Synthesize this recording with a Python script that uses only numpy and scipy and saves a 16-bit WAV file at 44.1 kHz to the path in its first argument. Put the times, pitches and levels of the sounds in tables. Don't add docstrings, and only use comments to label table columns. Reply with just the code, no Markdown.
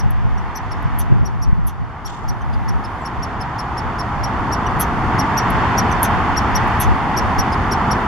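import sys
import numpy as np
from scipy import signal
from scipy.fft import rfft, irfft, next_fast_len
from scipy.io import wavfile
from scipy.ndimage import map_coordinates

SR = 44100
rng = np.random.default_rng(int(sys.argv[2]) if len(sys.argv) > 2 else 0)


def inscribe(sig):
    pcm = np.round(np.clip(np.atleast_2d(sig).T, -1, 1) * 32767)
    wavfile.write(sys.argv[1], SR, pcm.astype(np.int16))


N = 355887


def amp(db):
    return 10 ** (np.asarray(db) / 20)


def unit(x):
    return x / np.sqrt(np.mean(x ** 2) + 1e-20)


def along(points, hz):
    f, v = np.transpose(points)
    return np.interp(np.log(hz + 1), np.log(f + 1), v)


def curves(rows):
    s, *cols = np.transpose(rows)
    return [np.interp(np.arange(N) / SR, s, c) for c in cols]


def wobble(rate):
    knots = rng.standard_normal(int(N * rate / SR) + 4)
    return map_coordinates(knots, [np.arange(N) * rate / SR])


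def filtered(x, response):
    m = next_fast_len(N + SR // 4)
    return irfft(rfft(x, m) * response(np.fft.rfftfreq(m, 1 / SR)), m)[..., :N]


def noise(spectrum):
    inside = lambda hz: (hz > spectrum[0][0]) & (hz < spectrum[-1][0])
    colour = lambda hz: amp(along(spectrum, hz)) * inside(hz)
    return unit(filtered(rng.standard_normal(N), colour))


def rush(spectrum):
    # (frequency [Hz], correlation [-1..1])
    alike = [(60, 1), (250, 0.97), (600, 0.84), (1000, 0.9), (1500, 0.68), (2500, 0.56), (6000, 0.21),
             (12000, 0.043)]
    turn = lambda hz: np.arccos(np.clip(along(alike, hz), -1, 1)) / 2
    mid = filtered(noise(spectrum), lambda hz: np.cos(turn(hz)))
    side = filtered(noise(spectrum), lambda hz: np.sin(turn(hz)))
    return np.array([mid + side, mid - side]) / np.std(mid)


def arch(s, hz, half_ms, sag, bend, skew):
    reach = 1.8 * half_ms / 1000
    live = np.arange(max(round((s - reach) * SR), 0), round((s + reach) * SR))
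    u = (live / SR - s) * 1000 / half_ms
    pitch = hz * (1 - sag * (1 + skew * np.sign(u)) * abs(u) ** bend)
    gate = np.clip((1.25 - abs(u - .04)) / 0.26, 0, 1) ** 2
    return live, u, gate, pitch, 2 * np.pi * np.cumsum(pitch) / SR


def squirrel():
    voice = whistles() + peeps() + sneezes()
    # (frequency [Hz], level [dB])
    lean = [(4000, -1.0), (5600, 2.5), (7500, 1.5), (12000, -0.7)]
    left = lambda hz: amp(along(lean, hz)) * np.exp(.3j * (hz / 13000) ** 4)
    direct = filtered(voice, lambda hz: left(hz) ** np.array([[1], [-1]]))
    trunk_s, trunk_db = .008, -11.5
    delay = lambda hz: np.exp(-2j * np.pi * hz * trunk_s)
    trunk = filtered(voice, lambda hz: amp(trunk_db) * delay(hz) / (1 + (hz / 8000) ** 6))
    return direct + trunk + amp(-6) * branches(voice)


def whistles():
    # (top of the arch [s], top pitch [Hz], level before the lips [dB],
    # half length [ms], side lines against the octave [dB])
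    chirps = [(-0.003, 5800, -28.5, 13, -19), (0.567, 5950, -27.5, 14, -23), (0.7226, 5490, -32, 10.6, -8),
              (1.2629, 5730, -33.5, 13, -15), (1.4324, 5710, -30.5, 14, -16), (2.0633, 5700, -31, 14, -23),
              (2.2933, 5760, -30, 13, -25), (2.539, 4990, -37.5, 8.1, 4), (2.6927, 5670, -30, 11.3, -11),
              (2.8503, 5290, -33.5, 10.6, -5), (3.0633, 5570, -29.5, 13, -9), (3.236, 5630, -28, 12, -9),
              (3.416, 5450, -30.5, 12.6, -6), (3.597, 5560, -27.5, 12.3, -12),
              (3.7849, 5530, -28.5, 13.5, -7), (3.9987, 5570, -27.5, 13.4, -8),
              (4.244, 5650, -25.5, 12, -15), (4.5328, 5660, -24.5, 15, -10), (5.1993, 5670, -21.5, 14, -13),
              (5.3824, 5790, -19.5, 12.4, -14), (5.7882, 5780, -18.5, 13.3, -18),
              (6.378, 5635, -20.5, 13.6, -12), (6.5618, 5740, -19.5, 13.2, -18),
              (7.1803, 5710, -19.5, 14, -19), (7.397, 5750, -20.5, 13.4, -16), (7.532, 5130, -27, 11, -6),
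              (7.7253, 5650, -21.5, 12.5, -8), (7.919, 5630, -21, 12, -9)]
    # (top pitch [Hz], level against the tone [dB])
    octave_table = [(4950, -29), (5300, -17), (5580, -14), (5720, -9), (5960, -5.5)]
    # (frequency [Hz], level [dB])
    lips = [(3500, 10), (4500, -4.5), (5100, -6), (5650, -0.5), (5850, 2), (5980, -11), (6300, -6),
            (8500, -4), (10500, 3), (12000, -3), (13200, -6), (14500, -20)]
    # (frequency [Hz], relative level [dB per Hz])
    breath = [(3500, -2), (5500, 8.5), (7500, -10), (9500, -3.5), (12000, -6), (13200, -13), (14000, -29),
              (15000, -30)]
    tone, air, flap_hz = np.zeros(N), np.zeros(N), 1510
    for s, hz, db, half_ms, flap_db in chirps:
        live, u, gate, pitch, phase = arch(s, hz, half_ms, sag=.21, bend=2.82, skew=0.102)
        phase = phase + np.cumsum(rng.normal(0, .012, len(u)))
        flap_phase = 2 * np.pi * flap_hz * live / SR + np.cumsum(rng.normal(0, 0.076, len(u)))
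        flap = 2 * amp(flap_db - 6.5 * u ** 2) * np.cos(flap_phase)
        octave = amp(along(octave_table, hz) - 40 * u ** 4) * (1 + flap) * np.sin(2 * phase)
        tick = amp(-13.5) * np.exp(-((u + 1.13) / .12) ** 2) * np.sin(2 * np.pi * 6450 * live / SR)
        sung = gate * amp(-10 * u ** 2) * ((1 + 0.063 * flap) * np.sin(phase) + octave)
        tone[live] += amp(db) * (sung + tick)
        air[live] += amp(db - 21) * np.clip((1.3 - abs(u - .15)) / 0.13, 0, 1)
    rasp = unit(amp(2.2 * wobble(400)))
    return filtered(tone, lambda hz: amp(along(lips, hz))) + air * rasp * noise(breath)


def peeps():
    # (top of the arch [s], top pitch [Hz], call level [dB], half length [ms],
    # share of pitch lost at the ends [0-1], fundamental against the call level [dB])
    peep_rows = [(.3828, 2860, -49, 6.5, 0.018, -30), (2.418, 3100, -51, 7, 0.09, 4),
                 (4.6703, 2960, -40, 6.4, .07, 5.5), (5.9216, 3160, -34, 8, 0.13, -6)]
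    # (frequency [Hz], level [dB])
    mouth = [(2500, 3), (4300, -2), (5100, -12), (5700, -2), (6300, -11), (8500, -12), (11500, -6.5),
             (13500, -8)]
    out = np.zeros(N)
    for s, hz, db, half_ms, sag, low_db in peep_rows:
        live, u, gate, pitch, phase = arch(s, hz, half_ms, sag, bend=2.2, skew=0.34)
        phase = phase + np.cumsum(rng.normal(0, 0.02, len(u)))
        overtone = lambda k: amp(along(mouth, k * pitch) - 7.6 * (k - 3)) * np.sin(k * phase)
        upper = sum(overtone(k) for k in (2, 3, 4))
        out[live] += amp(db - 3.5 * u ** 2) * gate * (upper + amp(low_db) * np.sin(phase))
    return out * (1 + 0.48 * np.tanh(wobble(250)))


def sneezes():
    # (time [s], blast level [dB], fade [ms], late nasal rasp against the blast [dB])
    sneeze_rows = [(0.106, -40, 6, -23), (.825, -49, 5, -20), (0.99, -26.5, 15, -13), (1.55, -68, 8, -20),
                   (1.671, -32.5, 17.6, -12), (4.802, -19, 19, -13), (5.504, -32, 5.2, -20),
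                   (5.902, -51, 5, -20), (4.652, -60, 4, -20), (6.678, -50, 6, -20),
                   (6.031, -19, 15.7, -11), (6.805, -20, 20, -10.5)]
    # (frequency [Hz], relative level [dB per Hz])
    nose = [(4200, -17), (5500, -34), (7500, -33), (8500, -23.5), (10000, -8.5), (11600, 2), (13100, -17.5),
            (15500, -40)]
    # (frequency [Hz], relative level [dB per Hz])
    nasal = [(2000, -16), (2700, -2), (3100, -1.5), (3550, -0.5), (4600, -13), (5500, -4), (6200, 3.5),
             (6700, -10), (7400, -17), (9000, -14), (10000, -30)]
    blast, ring = np.zeros(N), np.zeros(N)
    for s, db, fade_ms, ring_db in sneeze_rows:
        live = slice(round((s - .03) * SR), round((s + .12) * SR))
        u = (np.arange(live.start, live.stop) / SR - s) * 1000 / fade_ms
        rise = np.exp(-abs(u / 0.19) ** 1.2)
        fall = 0.88 * np.exp(-abs(u) ** 2.2) + 0.11 * np.exp(-abs(u / 2) ** 4)
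        blast[live] += amp(db) * np.where(u < 0, rise, fall)
        ring[live] += amp(db + ring_db) * np.exp(-abs((u - 1.05) / 1.0) ** 3)
    flaps = np.cumsum(155 + 45 * wobble(60)) / SR
    spits = np.cumsum(470 + 130 * wobble(200)) / SR
    pulses = (1 + .5 * np.sin(2 * np.pi * flaps)) * (.6 + np.sin(np.pi * spits) ** 4)
    sputter = unit(pulses * amp(1.5 * wobble(500)))
    rasp = unit(amp(2.0 * wobble(200)))
    return blast * sputter * noise(nose) + ring * rasp * noise(nasal)


def branches(x):
    # (frequency [Hz], level [dB])
    boughs = [(3000, -8), (5700, 2.5), (8000, 4), (12000, -8.5), (15000, -3)]
    t, step = np.arange(SR // 5) / SR, SR // 8
    late = np.pad(x, (150, 0))[:N]
    dull = filtered(late, lambda hz: amp(along(boughs, hz)))
    out, fade = np.zeros((2, N + SR)), np.hanning(2 * step)
    for at in range(-step, N, step):
        start = max(at, 0)
        decay = amp(-60 * t / 0.053) + amp(-23 - 60 * t / .3)
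        tail = rng.standard_normal((2, len(t))) * decay
        piece = dull[start:at + 2 * step] * fade[max(-at, 0):][:N - start]
        echo = signal.fftconvolve(piece[None], tail / np.linalg.norm(tail[0]), axes=1)
        out[:, start:][:, :echo.shape[1]] += echo
    return out[:, :N]


def road():
    # (time [s], tyre roar [dB], engine over tyres [dB], extra brightness [dB])
    approach = [(0, -31, 3.5, 2), (.1, -33, 0, 1.5), (.83, -29.5, -3, 1.5), (1.2, -33, 3, 0.5),
                (1.5, -33.5, -2.5, -1.5), (1.72, -36, -1, -1), (2.3, -32, -2, -1.5), (2.94, -29, -4, 0),
                (3.7, -26.5, -3, -1), (4.63, -22, -2, -1.5), (5.03, -21.5, -3.5, -0.5),
                (5.57, -19.5, -3.5, 2), (6.2, -20, -3.5, 0.5), (6.77, -20, -1.5, 1.5), (7.01, -22, -5, 0.5),
                (7.28, -20, -4.5, 0), (7.69, -21.5, -3, .5), (7.91, -19.5, -1, -1), (8.07, -22, -4, 1)]
    # (frequency [Hz], relative level [dB per Hz])
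    rumble_colour = [(15, -33), (25, -7), (70, 1), (110, 1), (150, -4), (190, -20.5), (240, -40)]
    drone_colour = [(120, -13), (165, -3), (215, 0), (300, -5.5), (440, -9), (560, -15.5), (700, -57)]
    tyre_colour = [(480, -20), (560, -14.5), (740, -2.5), (910, -0.5), (1150, -3), (1400, -7.5),
                   (1700, -19.5), (2000, -19)]
    whine_colour = [(1150, -22), (1500, -0.5), (1700, 0), (1950, -1.5), (2450, -9.5), (3090, -12.5),
                    (3700, -18.5), (4500, -33)]
    hiss_colour = [(2500, -29), (3500, 7.5), (4600, 7.5), (7000, -1.5), (9500, -12), (12000, -30)]
    # (frequency [Hz], level [dB])
    sideways = [(100, 0.5), (500, 0.07), (1200, -.5), (3000, -.5), (8000, 0)]
    tyre_db, engine_db, bright_db = curves(approach)
    level = lambda near_db, grows: near_db + grows * (tyre_db + 20)
    swell = wobble(7)
    rumble = amp(tyre_db + engine_db + .8 * wobble(4.1)) * rush(rumble_colour)
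    drone_db = level(-23.5, grows=1.093) + 0.36 * engine_db + 1.04 * wobble(6)
    drone = amp(drone_db) * rush(drone_colour)
    tyres = amp(tyre_db + 0.44 * swell) * rush(tyre_colour)
    whine = amp(tyre_db - 10.0 + bright_db + .55 * swell) * rush(whine_colour)
    hiss = amp(level(-47.5, grows=0.96) + 0.62 * bright_db) * rush(hiss_colour)
    vehicle = rumble + drone + tyres + whine + hiss
    return filtered(vehicle, lambda hz: amp(np.array([[1], [-1]]) * along(sideways, hz)))


def wind():
    # (time [s], buffeting before a 3.5 dB cut [dB], flutter over low push [dB])
    stream = [(0, -13, -5), (.45, -15.5, -8), (.6, -29, -17), (.86, -14, -2.5), (1.3, -21, 0),
              (1.6, -10, -7), (1.95, -33, -11), (2.35, -24, -2), (2.76, -16.5, -5), (3, -33, -20),
              (4.07, -36, -14), (4.4, -28, -11), (5.8, -27, -16), (6.55, -22, -14), (6.78, -28, -14),
              (7.3, -27, -9), (7.5, -32, -5), (8.07, -34, -3)]
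    # (peak [s], level [dB], rise and fall [ms], flutter over low push [dB])
    gusts = [(.06, -11, 35, 2), (.27, -10, 20, 3), (.33, -9, 20, -13), (.87, -22, 25, -4),
             (1.13, -5.5, 28, 6), (1.23, -8.5, 23, 2), (1.491, -1.5, 15, -12), (1.64, -10, 28, -5),
             (1.83, -15, 25, 7), (2.07, -28, 20, -4), (2.3, -17, 30, -7), (2.57, -14, 30, -8),
             (3.19, -26, 40, -20), (3.38, -28, 30, -17), (3.87, -26, 30, -10), (4.21, -22, 40, -15),
             (4.4, -24, 30, -13), (4.77, -21, 30, -14), (5.54, -25, 60, -21), (6.16, -22, 40, -8),
             (6.55, -16, 25, -20), (6.9, -4.5, 30, -11), (7.29, -23, 20, -2), (7.39, -23, 25, -7)]
    # (time [s], swing before its envelope [dB], pitch [Hz])
    thumps = [(.035, -8, 110), (.063, -1, 120), (.254, -3, 120), (.859, -4, 110), (1.124, 1, 140),
              (1.162, -4, 110), (1.217, -2.5, 90), (1.491, -13, 80), (1.53, -0.5, 120), (1.591, -4, 129),
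              (6.896, -6, 90), (7.392, -6, 70)]
    # (frequency [Hz], relative level [dB per Hz])
    push = [(8, -32), (18, -7), (50, -0.5), (95, -8), (130, -12), (200, -65)]
    flutter = [(60, -53), (100, 2.5), (140, 0.5), (250, -13), (350, -36), (520, -29), (700, -61)]
    db, flutter_db = curves(stream)
    low = amp(db - 3.5 + 2.5 * wobble(12))
    high = low * amp(flutter_db + 3 * wobble(15))
    for s, peak_db, slope_ms, share_db in gusts:
        shape = np.exp(-abs(np.arange(N) / SR - s) * 1000 / slope_ms)
        puff = amp(peak_db) * shape / np.sqrt(1 + amp(2 * share_db))
        low, high = np.hypot(low, puff), np.hypot(high, puff * amp(share_db))
    lumps = unit(amp(2.0 * wobble(30)))
    gust = low * noise(push) + high * lumps * noise(flutter)
    gust = gust / (1 + abs(gust / .38) ** 3) ** (1 / 3)
    for s, peak_db, hz in thumps:
        live = np.arange(round((s - .03) * SR), round((s + .03) * SR))
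        u = (live / SR - s) * hz
        gust[live] += amp(peak_db) * np.sin(2 * np.pi * u) * np.exp(-(u / 0.47) ** 2)
    shared = amp(-20) * low * noise(push) + amp(-18) * high * noise(flutter)
    return gust * np.array([[1], [-1]]) + shared


def tree():
    # (frequency [Hz], relative [dB per Hz])
    crown = [(0, -74), (.4, -76), (.94, -73), (1.8, -79), (2.56, -70.5), (2.92, -68), (3.4, -74),
             (4, -69.5), (5.3, -64.5), (7.28, -63.5), (8.07, -64)]
    sigh_colour = [(7000, -18), (9500, -0.5), (12500, -7), (14500, -17), (15700, -36)]
    # (frequency [Hz], relative level [dB per Hz])
    needles = [(2200, -29), (3200, 6), (4500, -4), (7300, -2.5), (9500, -19), (14000, -28)]
    # (start [s], end [s], first pitch [Hz], last pitch [Hz], level before panning [dB])
    thin = [(.27, .76, 10550, 10600, -75), (2.42, 2.72, 12100, 12400, -75), (3.0, 3.05, 7800, 7300, -57)]
    scratch_s, scratch_db, rise_s, fade_s = 2.065, -42.5, .004, 0.09
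    t = np.arange(N) / SR - scratch_s
    stroke = amp(scratch_db) * np.exp(-abs(t) / np.where(t < 0, rise_s, fade_s))
    rough = stroke * unit(amp(2.5 * wobble(150)))
    scratch = rough * (noise(needles) * np.array([[1], [-1]]) + 0.85 * noise(needles))
    out = amp(curves(crown)[0] + 0.83 * wobble(7)) * rush(sigh_colour) + scratch
    for start, end, hz, end_hz, db in thin:
        live = np.arange(round(start * SR), round(end * SR))
        pitch = np.linspace(hz, end_hz, len(live)) + 90 * wobble(90)[live]
        tone = np.sin(2 * np.pi * np.cumsum(pitch) / SR)
        level = amp(db + 3.1 * wobble(25.0)[live]) * np.hanning(len(live)) ** .3
        out[:, live] += level * tone * [[1.4], [.3]]
    return out


def scene():
    return squirrel() + road() + wind() + tree()


def record(dry):
    # (frequency [Hz], width [Hz], depth [0-1])
    notches = [(3920, 160, 0.74), (7940, 94, 0.9)]
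    top_hz = 15690
    held = np.clip(dry, -.97, .97)
    dip = lambda hz, c, w, d: 1 - np.clip(d, 0, 1) * np.exp(-((hz - c) / w) ** 2)
    dips = lambda hz: np.prod([dip(hz, c, w, d) for c, w, d in notches], axis=0)
    return filtered(held, lambda hz: dips(hz) * (hz < top_hz))


dry = scene()
out = record(dry)
inscribe(out)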